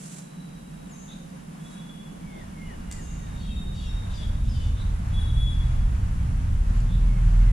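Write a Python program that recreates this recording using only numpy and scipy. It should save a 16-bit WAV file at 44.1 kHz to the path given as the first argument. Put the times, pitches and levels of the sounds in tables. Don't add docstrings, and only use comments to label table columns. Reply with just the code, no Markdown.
import sys
import numpy as np
from scipy import signal
from scipy.fft import rfft, irfft
from scipy.io import wavfile
from scipy.ndimage import uniform_filter1d

SR = 44100
rng = np.random.default_rng(int(sys.argv[2]) if len(sys.argv) > 2 else 0)


def wrap_up_sound(samples):
    columns = np.atleast_2d(samples).T
    tamed = np.clip(columns, -1, 1)
    steps = np.round(tamed * 32767).astype(np.int16)
    wavfile.write(sys.argv[1], SR, steps)


N = 331632
TIME = np.arange(N) / SR
SIDE = np.array([[1], [-1]])


# (time [s], level [dB])
DECK_LOAD = [(0, -66), (0.65, -51), (1.3, -53), (1.85, -54.5), (2.15, -50.5), (2.5, -42.5), (3.3, -33.5),
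             (4.2, -29), (4.45, -25.5), (5.0, -25), (5.4, -21.5), (5.65, -23), (5.85, -22.5), (6.1, -23),
             (6.7, -24), (7.3, -24.5), (7.52, -25.5)]
# (frequency [Hz], width [Hz], level [dB])
SPAN_MODES = [(19.75, 1.31, -7), (26.8, 3, -2), (40.58, 2.1, 0), (46.8, 9.5, -4)]
GIRDER_MODES = [(63.43, 1.5, -3.5), (76.8, 1.8, -1.2)]
SLAB_MODES = [(99.4, 3.1, 4.5), (122.11, 1.5, 1.5), (161.7, 3.6, -10)]

def bridge(full_load_db=-22, axles_past_s=6.59, settle_db_per_s=14):
    span_db = along(DECK_LOAD)[0]
    load_db = span_db - full_load_db
    settling_db = settle_db_per_s * np.maximum(TIME - axles_past_s, 0)
    girder_db = full_load_db - 4.5 + 1.055 * load_db - settling_db
    slab_db = full_load_db - 6.5 + 1.12 * load_db
    parts = (span_db, SPAN_MODES, 65), (girder_db, GIRDER_MODES, 110), (slab_db, SLAB_MODES, 220)
    out = 0
    for level_db, modes, lowpass_hz in parts:
        mid, side = shaken(modes, lowpass_hz), shaken(modes, lowpass_hz)
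        out += from_db(level_db + 1.5 * drift(8)) * (mid + from_db(-23) * side * SIDE)
    return panned(out, pan_db=-0.7)


def shaken(modes, lowpass_hz, steady_s=0.2):
    out = np.zeros(N)
    for hz, width_hz, db in modes:
        radius = np.exp(-np.pi * width_hz / SR)
        feedback = [1, -2 * radius * np.cos(2 * np.pi * hz / SR), radius ** 2]
        force = rng.standard_normal(N + SR)
        out += from_db(db) * rms_one(signal.lfilter([1, 0, -1], feedback, force)[SR:])
    out = signal.sosfilt(signal.butter(5, lowpass_hz, fs=SR, output="sos"), out)
    window = int(steady_s * SR)
    power = uniform_filter1d(uniform_filter1d(out ** 2, window), window)
    return out / np.sqrt(power + 1e-12)


# (start [s], attack [s], hold [s], release [s])
TRUCK_PASS = (6.0, 0.83, 0.63, 0.8)
# (multiple of the firing rate, level [dB])
TRUCK_ORDERS = [(1, -21), (1.5, -35), (2, -38), (2.5, -33), (3, -39), (4, -49), (6, -54)]

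def truck(firing_hz=40.2, waver=0.01207, throb_db=2.5):
    phase = 2 * np.pi * np.cumsum(firing_hz * (1 + waver * drift(4.3))) / SR
    firing = sum(from_db(db + throb_db * drift(2.8)) * np.sin(order * phase)
                 for order, db in TRUCK_ORDERS)
    return panned(np.sqrt(2) * swell(*TRUCK_PASS) * firing, pan_db=-0.5)


# (time [s], half-width [s], pitch [Hz], peak [dB])
AXLE_JOLT = (5.85, 0.02, 37.5, -20.5)

def jolt():
    s, width_s, hz, db = AXLE_JOLT
    return from_db(db) * bump(s, width_s) * np.sin(2 * np.pi * (hz * TIME + rng.random()))


# (start [s], length [s], pitch [Hz], level [dB])
BOOMS = [(2.45, 0.35, 159.2, -41.5), (3.0, .4, 159, -42), (3.38, 0.32, 198.8, -39.5),
         (4.33, .3, 221.8, -44.5), (4.42, 0.39, 255, -49.5), (6.15, 0.52, 263.4, -49),
         (6.8, 0.46, 183.6, -38), (7.1, 0.44, 160.5, -33.5)]
# (position [0-1], pitch ratio, level [dB])
BOOM_SHAPE = [(0, 1.01, -13), (.35, 1, -0.5), (.7, 1, -1.5), (1, 0.97, -14)]

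def booms():
    mid, side = (glides(BOOMS, BOOM_SHAPE, rasp=0.013, rasp_hz=17) for _ in range(2))
    return panned(mid + from_db(-20) * side * SIDE, pan_db=-2.0)


# (time [s], tyre roar [dB], engine drone [dB])
TRAFFIC = [(0, -58.5, -42.5), (1.2, -57, -41.5), (2.1, -55.5, -40.5), (3.5, -55, -40.5),
           (5.4, -52.5, -40.5), (6.1, -53, -38.5), (6.7, -51, -40), (7.1, -49.5, -37.5),
           (7.52, -50.5, -38.5)]
# (frequency [Hz], level [dB])
DRONE_EQ = [(60, -35.5), (120, -27.5), (140, -3.5), (158, 0), (185, -1.5), (215, -6.5), (260, -13),
            (315, -19), (420, -44.5), (700, -72)]
FAR_ROAD_EQ = [(200, -28), (350, 2), (520, 2), (700, -6), (1000, -11), (2000, -35), (6000, -41)]
TYRE_EQ = [(400, -17.5), (650, -1.5), (900, -0.5), (1150, -1.5), (1600, -2.5), (2300, -6.5), (3200, -10.5),
           (5000, -16.5), (7500, -16.5), (11000, -29), (15000, -57)]

def road(light_traffic_db=-58):
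    tyre_db, drone_db = along(TRAFFIC)
    far_db = -61 + 0.57 * (tyre_db - light_traffic_db)
    drone = from_db(drone_db + 0.53 * drift(4.3)) * air_noise(DRONE_EQ)
    far = from_db(far_db) * air_noise(FAR_ROAD_EQ)
    tyres = from_db(tyre_db + 1.27 * drift(3.8)) * air_noise(TYRE_EQ)
    return panned(drone, pan_db=-2.0) + panned(far + tyres, pan_db=0.5)


# (start [s], attack [s], hold [s], release [s], pitch [Hz],
# sink [Hz/s], level [dB], upper-mode trim [dB], octave trim [dB])
SQUEALS = [ (0.021, 0.23, 0.26, 1.4, 3974, 150, -66, -20, -30),
           (1.58, .1, .1, .13, 3410, 64, -55.5, -3, -35),
           (1.865, .03, .035, .24, 3395, 64, -54.5, -11, -35),
           (2.599, 0.062, 0.031, 0.13, 2927, 160, -59, -20, -28),
           (2.748, 0.13, 0.29, 0.2, 2870, 190, -64.5, -20, -30),
           (2.998, 0.5, 0.55, 0.68, 3732, 12, -54, -22, -21),
           (5.107, 0.038, 0.37, 0.36, 3392, 25, -50.5, -2, -28)]
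# (multiple of the pitch, level [dB])
DISC_MODES = [(1.125, -6.5), (2.755, -12), (2.875, -16.5)]
# (time [s], half-width [s], boost [dB])
PAD_GRABS = [(0.45, 0.022, 1), (3.595, 0.026, 10.5), (3.68, 0.021, 1.5), (3.98, 0.051, 2),
             (5.19, 0.025, 5.5), (5.3, 0.02, 3.5), (5.425, 0.022, 10), (5.477, .02, 9)]

def brakes(waver=0.00452, flutter_db=3.5):
    out = np.zeros(N)
    grab_db = sum(db * bump(s, width_s) for s, width_s, db in PAD_GRABS)
    for start, attack_s, hold_s, release_s, start_hz, sink, db, upper_db, octave_db in SQUEALS:
        hz = (start_hz - sink * (TIME - start)) * (1 + waver * drift(57.5))
        phase = 2 * np.pi * np.cumsum(hz) / SR
        tone = np.sin(phase) + from_db(octave_db) * np.sin(2 * phase)
        tone *= from_db(grab_db + flutter_db * drift(62))
        upper = sum(from_db(mode_db) * np.sin(multiple * phase) for multiple, mode_db in DISC_MODES)
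        upper *= from_db(upper_db + flutter_db * drift(28))
        out += np.sqrt(2) * from_db(db) * swell(start, attack_s, hold_s, release_s) * (tone + upper)
    return riverside(out, wet_db=-2.5, t60=0.57, build_s=0.01)


# (start [s], length [s], pitch [Hz], level [dB])
WHISTLES = [(2.205, .245, 2160, -55.5), (2.53, .215, 2105, -53.5), (2.87, .16, 2000, -55),
            (3.17, .14, 1880, -62), (7.02, .24, 2160, -57.5), (7.37, .17, 2095, -56.5)]
SEEPS = [(.88, 0.083, 6480, -49.5), (2.96, 0.11, 6530, -51.5)]
CHIRPS = [(1.078, 0.062, 3660, -48), (2.28, 0.14, 3440, -60), (4.765, 0.0655, 3674, -48),
          (6.89, 0.069, 3610, -49.5)]
# (position [0-1], pitch ratio, level [dB])
WHISTLE_SHAPE = [(0, 1.07, -15), (.17, 1.035, -11), (.3, 1.022, -2), (.62, .995, 0), (.72, .97, -1),
                 (.88, .87, -2), (1, .825, -12)]
SEEP_SHAPE = [(0, 1.24, -16), (.38, 1.1, -6), (.5, 1.05, -0.5), (.75, .968, -2.5), (1, 0.98, -6.5)]
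CHIRP_SHAPE = [(0, .98, -8), (.3, .99, -5), (.7, 1.02, -2), (1, 1.01, -2.5)]

def songbirds(quaver_db=2.2, seep_boost_db=2.0):
    quaver = from_db(quaver_db * drift(45))
    whistle = quaver * glides(WHISTLES, WHISTLE_SHAPE, rasp=0.012, rasp_hz=120)
    whistle = riverside(whistle, wet_db=-3, t60=0.17, build_s=0.0033)
    seep = from_db(seep_boost_db) * glides(SEEPS, SEEP_SHAPE, rasp=0.006, rasp_hz=204)
    seep = riverside(seep, wet_db=7.5, t60=0.673, build_s=0.175)
    chirp = glides(CHIRPS, CHIRP_SHAPE, rasp=0.052, rasp_hz=406)
    chirp = riverside(chirp, wet_db=-0.5, t60=0.6, build_s=0.0044)
    return panned(whistle, pan_db=5.0) + panned(seep, pan_db=2.5) + panned(chirp, pan_db=-1.0)


# (start [s], length [s], pitch [Hz], level [dB])
SCOLD_NOTES = [ (3.398, 0.04, 4400, -55), (3.43, 0.11, 3250, -54), (3.485, 0.066, 2639, -53.5),
               (3.755, 0.069, 4546, -56), (3.8, 0.066, 3340, -50), (3.83, 0.075, 2765, -53),
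               (3.86, 0.055, 5440, -60), (4.14, 0.048, 4800, -50), (4.135, 0.049, 5800, -61),
               (4.175, 0.0854, 3405, -47), (4.49, 0.043, 5090, -52.5), (4.52, .07, 4680, -55.5),
               (4.55, 0.15, 3543, -55), (4.54, 0.14, 3016, -54.5)]
# (position [0-1], pitch ratio, level [dB])
SCOLD_SHAPE = [(0, 1.035, -2), (.3, 1.008, -3.5), (.65, .99, 0), (1, .975, -8)]
# (start [s], hold [s], level [dB])
SCOLD_PUFFS = [(3.351, 0.085, -59), (3.72, 0.105, -54.5), (4.087, 0.1, -54.5), (4.425, 0.23, -56.5)]
# (frequency [Hz], level [dB])
PUFF_EQ = [(1800, -29), (2800, 2.5), (3600, 3.5), (4300, -4), (5200, -7), (7000, -6), (10000, -20),
           (14000, -45)]

def scolding_bird(attack_s=0.028, release_s=0.065):
    puffs = sum(from_db(db) * swell(s, attack_s, hold_s, release_s) for s, hold_s, db in SCOLD_PUFFS)
    notes = glides(SCOLD_NOTES, SCOLD_SHAPE, rasp=0.02, rasp_hz=500)
    calls = notes + puffs * rms_one(air_noise(PUFF_EQ)[0])
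    return panned(riverside(calls, wet_db=0.5, t60=0.67, build_s=0.0043), pan_db=3.5)


# (start [s], attack [s], hold [s], release [s], level [dB])
SWISHES = [(-0.03, 0.029, 0.19, 0.14, -50.5), (1.55, 0.112, 0.073, 0.15, -61)]
# (frequency [Hz], level [dB])
SWISH_EQ = [(1500, -8), (3000, -8.5), (5200, -8.5), (6300, -2.5), (7600, 0.5), (9000, -5.5), (10500, -5.5),
            (11800, -18), (14000, -25)]

def line_swish(flutter_db=1.7):
    running = sum(from_db(db) * swell(*timing) for *timing, db in SWISHES)
    return panned(running * from_db(flutter_db * drift(40)) * air_noise(SWISH_EQ), pan_db=-3.0)


# (time [s], level [dB])
REEL_CLICKS = [(2.9135, -27), (2.9136, -27), (2.9242, -27.5), (2.9246, -32), (2.927, -31), (2.9355, -38)]
# (frequency [Hz], level [dB], t60 [s])
REEL_MODES = [(3570, -8, 0.0056), (4740, -3, 0.0069), (7200, 1.5, 0.0089), (8280, -3, 0.0042)]

def reel():
    clicks = metal_hits(REEL_CLICKS, REEL_MODES, ring_db=-7, snap_db=0, snap_t60=0.025)
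    return riverside(clicks, wet_db=0, t60=0.95, build_s=0.0013)


# (time [s], level [dB])
LINE_TICKS = [(1.294, -57), (1.303, -59), (3.757, -53), (5.766, -55.5), (6.7735, -52.5), (6.804, -47)]
# (frequency [Hz], level [dB], t60 [s])
ROD_RING_MODES = [(4700, -2.5, 0.0246), (5300, -5, .012), (7200, 4, .008)]

def line_ticks():
    pings = metal_hits(LINE_TICKS, ROD_RING_MODES, ring_db=0, snap_db=3, snap_t60=0.0127)
    return riverside(pings, wet_db=-9, t60=0.2, build_s=0.002)


# (frequency [Hz], level [dB])
SNAP_EQ = [(500, -30), (2000, -6), (3500, -3), (7200, 8), (10000, -5), (14000, -22)]

def metal_hits(hits, modes, ring_db, snap_db, snap_t60):
    out, t = np.zeros(N), TIME[:SR // 8]
    ring = sum(from_db(ring_db + db - 60 * t / t60) * np.sin(2 * np.pi * hz * t)
               for hz, db, t60 in modes)
    grit = air_noise(SNAP_EQ)[0]
    grit /= np.abs(grit).max()
    for s, db in hits:
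        at = slice(int(s * SR), int(s * SR) + len(t))
        out[at] += from_db(db) * (ring + grit[at] * from_db(snap_db - 60 * t / snap_t60))
    return out


# (time [s], level [dB])
BRUSHES = [(2.15, -56.5), (2.38, -54), (2.73, -53.5), (3.0, -55), (3.68, -54)]
# (frequency [Hz], level [dB])
CLOTH_EQ = [(150, -20.5), (330, 12), (520, 1.5), (750, -1), (1200, -12), (2500, -37), (8000, -40)]

def sleeve(half_width_s=0.0536):
    return sum(from_db(db) * bump(s, half_width_s) for s, db in BRUSHES) * air_noise(CLOTH_EQ)


# (start [s], length [s], pitch [Hz], level [dB])
WHINES = [(1.15, 0.22, 533, -57.5), (2.33, .15, 640, -60), (4.1, 0.3, 607.6, -59), (4.55, 0.41, 477, -61.5)]
# (position [0-1], pitch ratio, level [dB])
WHINE_SHAPE = [(0, 1.01, -10), (.3, 1, -2.5), (.7, 1, -6), (1, 1.003, 0.5)]

def tyre_whine():
    tones = glides(WHINES, WHINE_SHAPE, rasp=0.017, rasp_hz=40)
    return riverside(tones, wet_db=-11, t60=0.72, build_s=0.01)


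# (frequency [Hz], level [dB])
HISS_EQ = [(300, 10), (1500, -12.5), (2800, 6.5), (4000, -3.5), (5200, -1), (7300, 0.5), (9000, 0),
           (10600, 4), (11500, -6.5), (13500, -8), (15000, -24)]

def hiss():
    return from_db(-60.5) * panned(air_noise(HISS_EQ), pan_db=-3.0)


# (frequency [Hz], side minus mid [dB])
AIR_WIDTH = [(60, 3.5), (160, -19), (270, -3.5), (440, 4.5), (720, 5.5), (1190, 3.5), (1950, 0),
             (3500, -4.5), (5300, 0), (8700, 2), (14000, 0)]

def air_noise(eq):
    mid, side = rfft(rng.standard_normal((2, N))) * eq_gain(eq)
    mid, side = irfft(mid, N), irfft(side * eq_gain(AIR_WIDTH), N)
    return (mid + side * SIDE) / np.std(mid)


def riverside(x, wet_db, t60, build_s):
    t = TIME[:SR]
    scatter = rng.standard_normal((2, SR)) * from_db(-60 * t / t60) * (1 - np.exp(-t / build_s))
    scatter /= np.sqrt(np.sum(scatter ** 2, axis=1, keepdims=True))
    tail = signal.fftconvolve(x[None], scatter, axes=1)[:, :N]
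    wet = from_db(wet_db)
    return (x + wet * tail) / np.sqrt(1 + wet ** 2 / 2)


def glides(notes, shape, rasp, rasp_hz):
    out, flutter = np.zeros(N), 1 + rasp * drift(rasp_hz)
    for start, length, pitch_hz, db in notes:
        now = (TIME >= start) & (TIME < start + length)
        position = (TIME[now] - start) / length
        ratio, shape_db = along(shape, position)
        edges = np.clip(np.minimum(position, 1 - position) / 0.01, 0, 1)
        phase = 2 * np.pi * np.cumsum(pitch_hz * ratio * flutter[now]) / SR
        out[now] += np.sqrt(2) * edges * from_db(db + shape_db) * np.sin(phase)
    return out


def swell(start, attack_s, hold_s, release_s, range_db=18.5):
    age = TIME - start
    rise_left = np.maximum(1 - age / attack_s, 0)
    fallen = np.maximum(age - attack_s - hold_s, 0) / release_s
    return from_db(-range_db * (rise_left + fallen)) * (age > 0)


def bump(peak_s, half_width_s):
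    return np.exp(-((TIME - peak_s) / half_width_s) ** 2)


def drift(rate_hz):
    hz = np.arange(N // 2 + 1) * SR / N
    return rms_one(irfft(rfft(rng.standard_normal(N)) / (1 + (hz / rate_hz) ** 2), N))


def eq_gain(eq):
    hz = np.arange(N // 2 + 1) * SR / N
    points_hz, db = np.transpose(eq)
    return from_db(np.interp(np.log(hz + 1e-3), np.log(points_hz), db))


def along(rows, at=TIME):
    points, *columns = np.transpose(rows)
    return [np.interp(at, points, column) for column in columns]


def panned(x, pan_db):
    return x * from_db(SIDE * pan_db / 2)


def from_db(db):
    return 10 ** (np.asarray(db) / 20)


def rms_one(x):
    return x / np.sqrt(np.mean(x ** 2) + 1e-20)


def scene():
    traffic = bridge() + truck() + jolt() + booms() + road() + brakes()
    birds = songbirds() + scolding_bird()
    fishing = line_swish() + reel() + line_ticks() + sleeve()
    return traffic + birds + fishing + tyre_whine() + hiss()


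def record(dry, low_cut_hz=17, fade_s=0.005, high_cut_hz=14850):
    dry = signal.sosfilt(signal.butter(2, low_cut_hz, "high", fs=SR, output="sos"), dry)
    dry = dry * np.minimum((TIME[-1] - TIME) / fade_s, 1)
    return signal.sosfilt(signal.ellip(10, 0.1, 80, high_cut_hz, fs=SR, output="sos"), dry)


dry = scene()
out = record(dry)
wrap_up_sound(out)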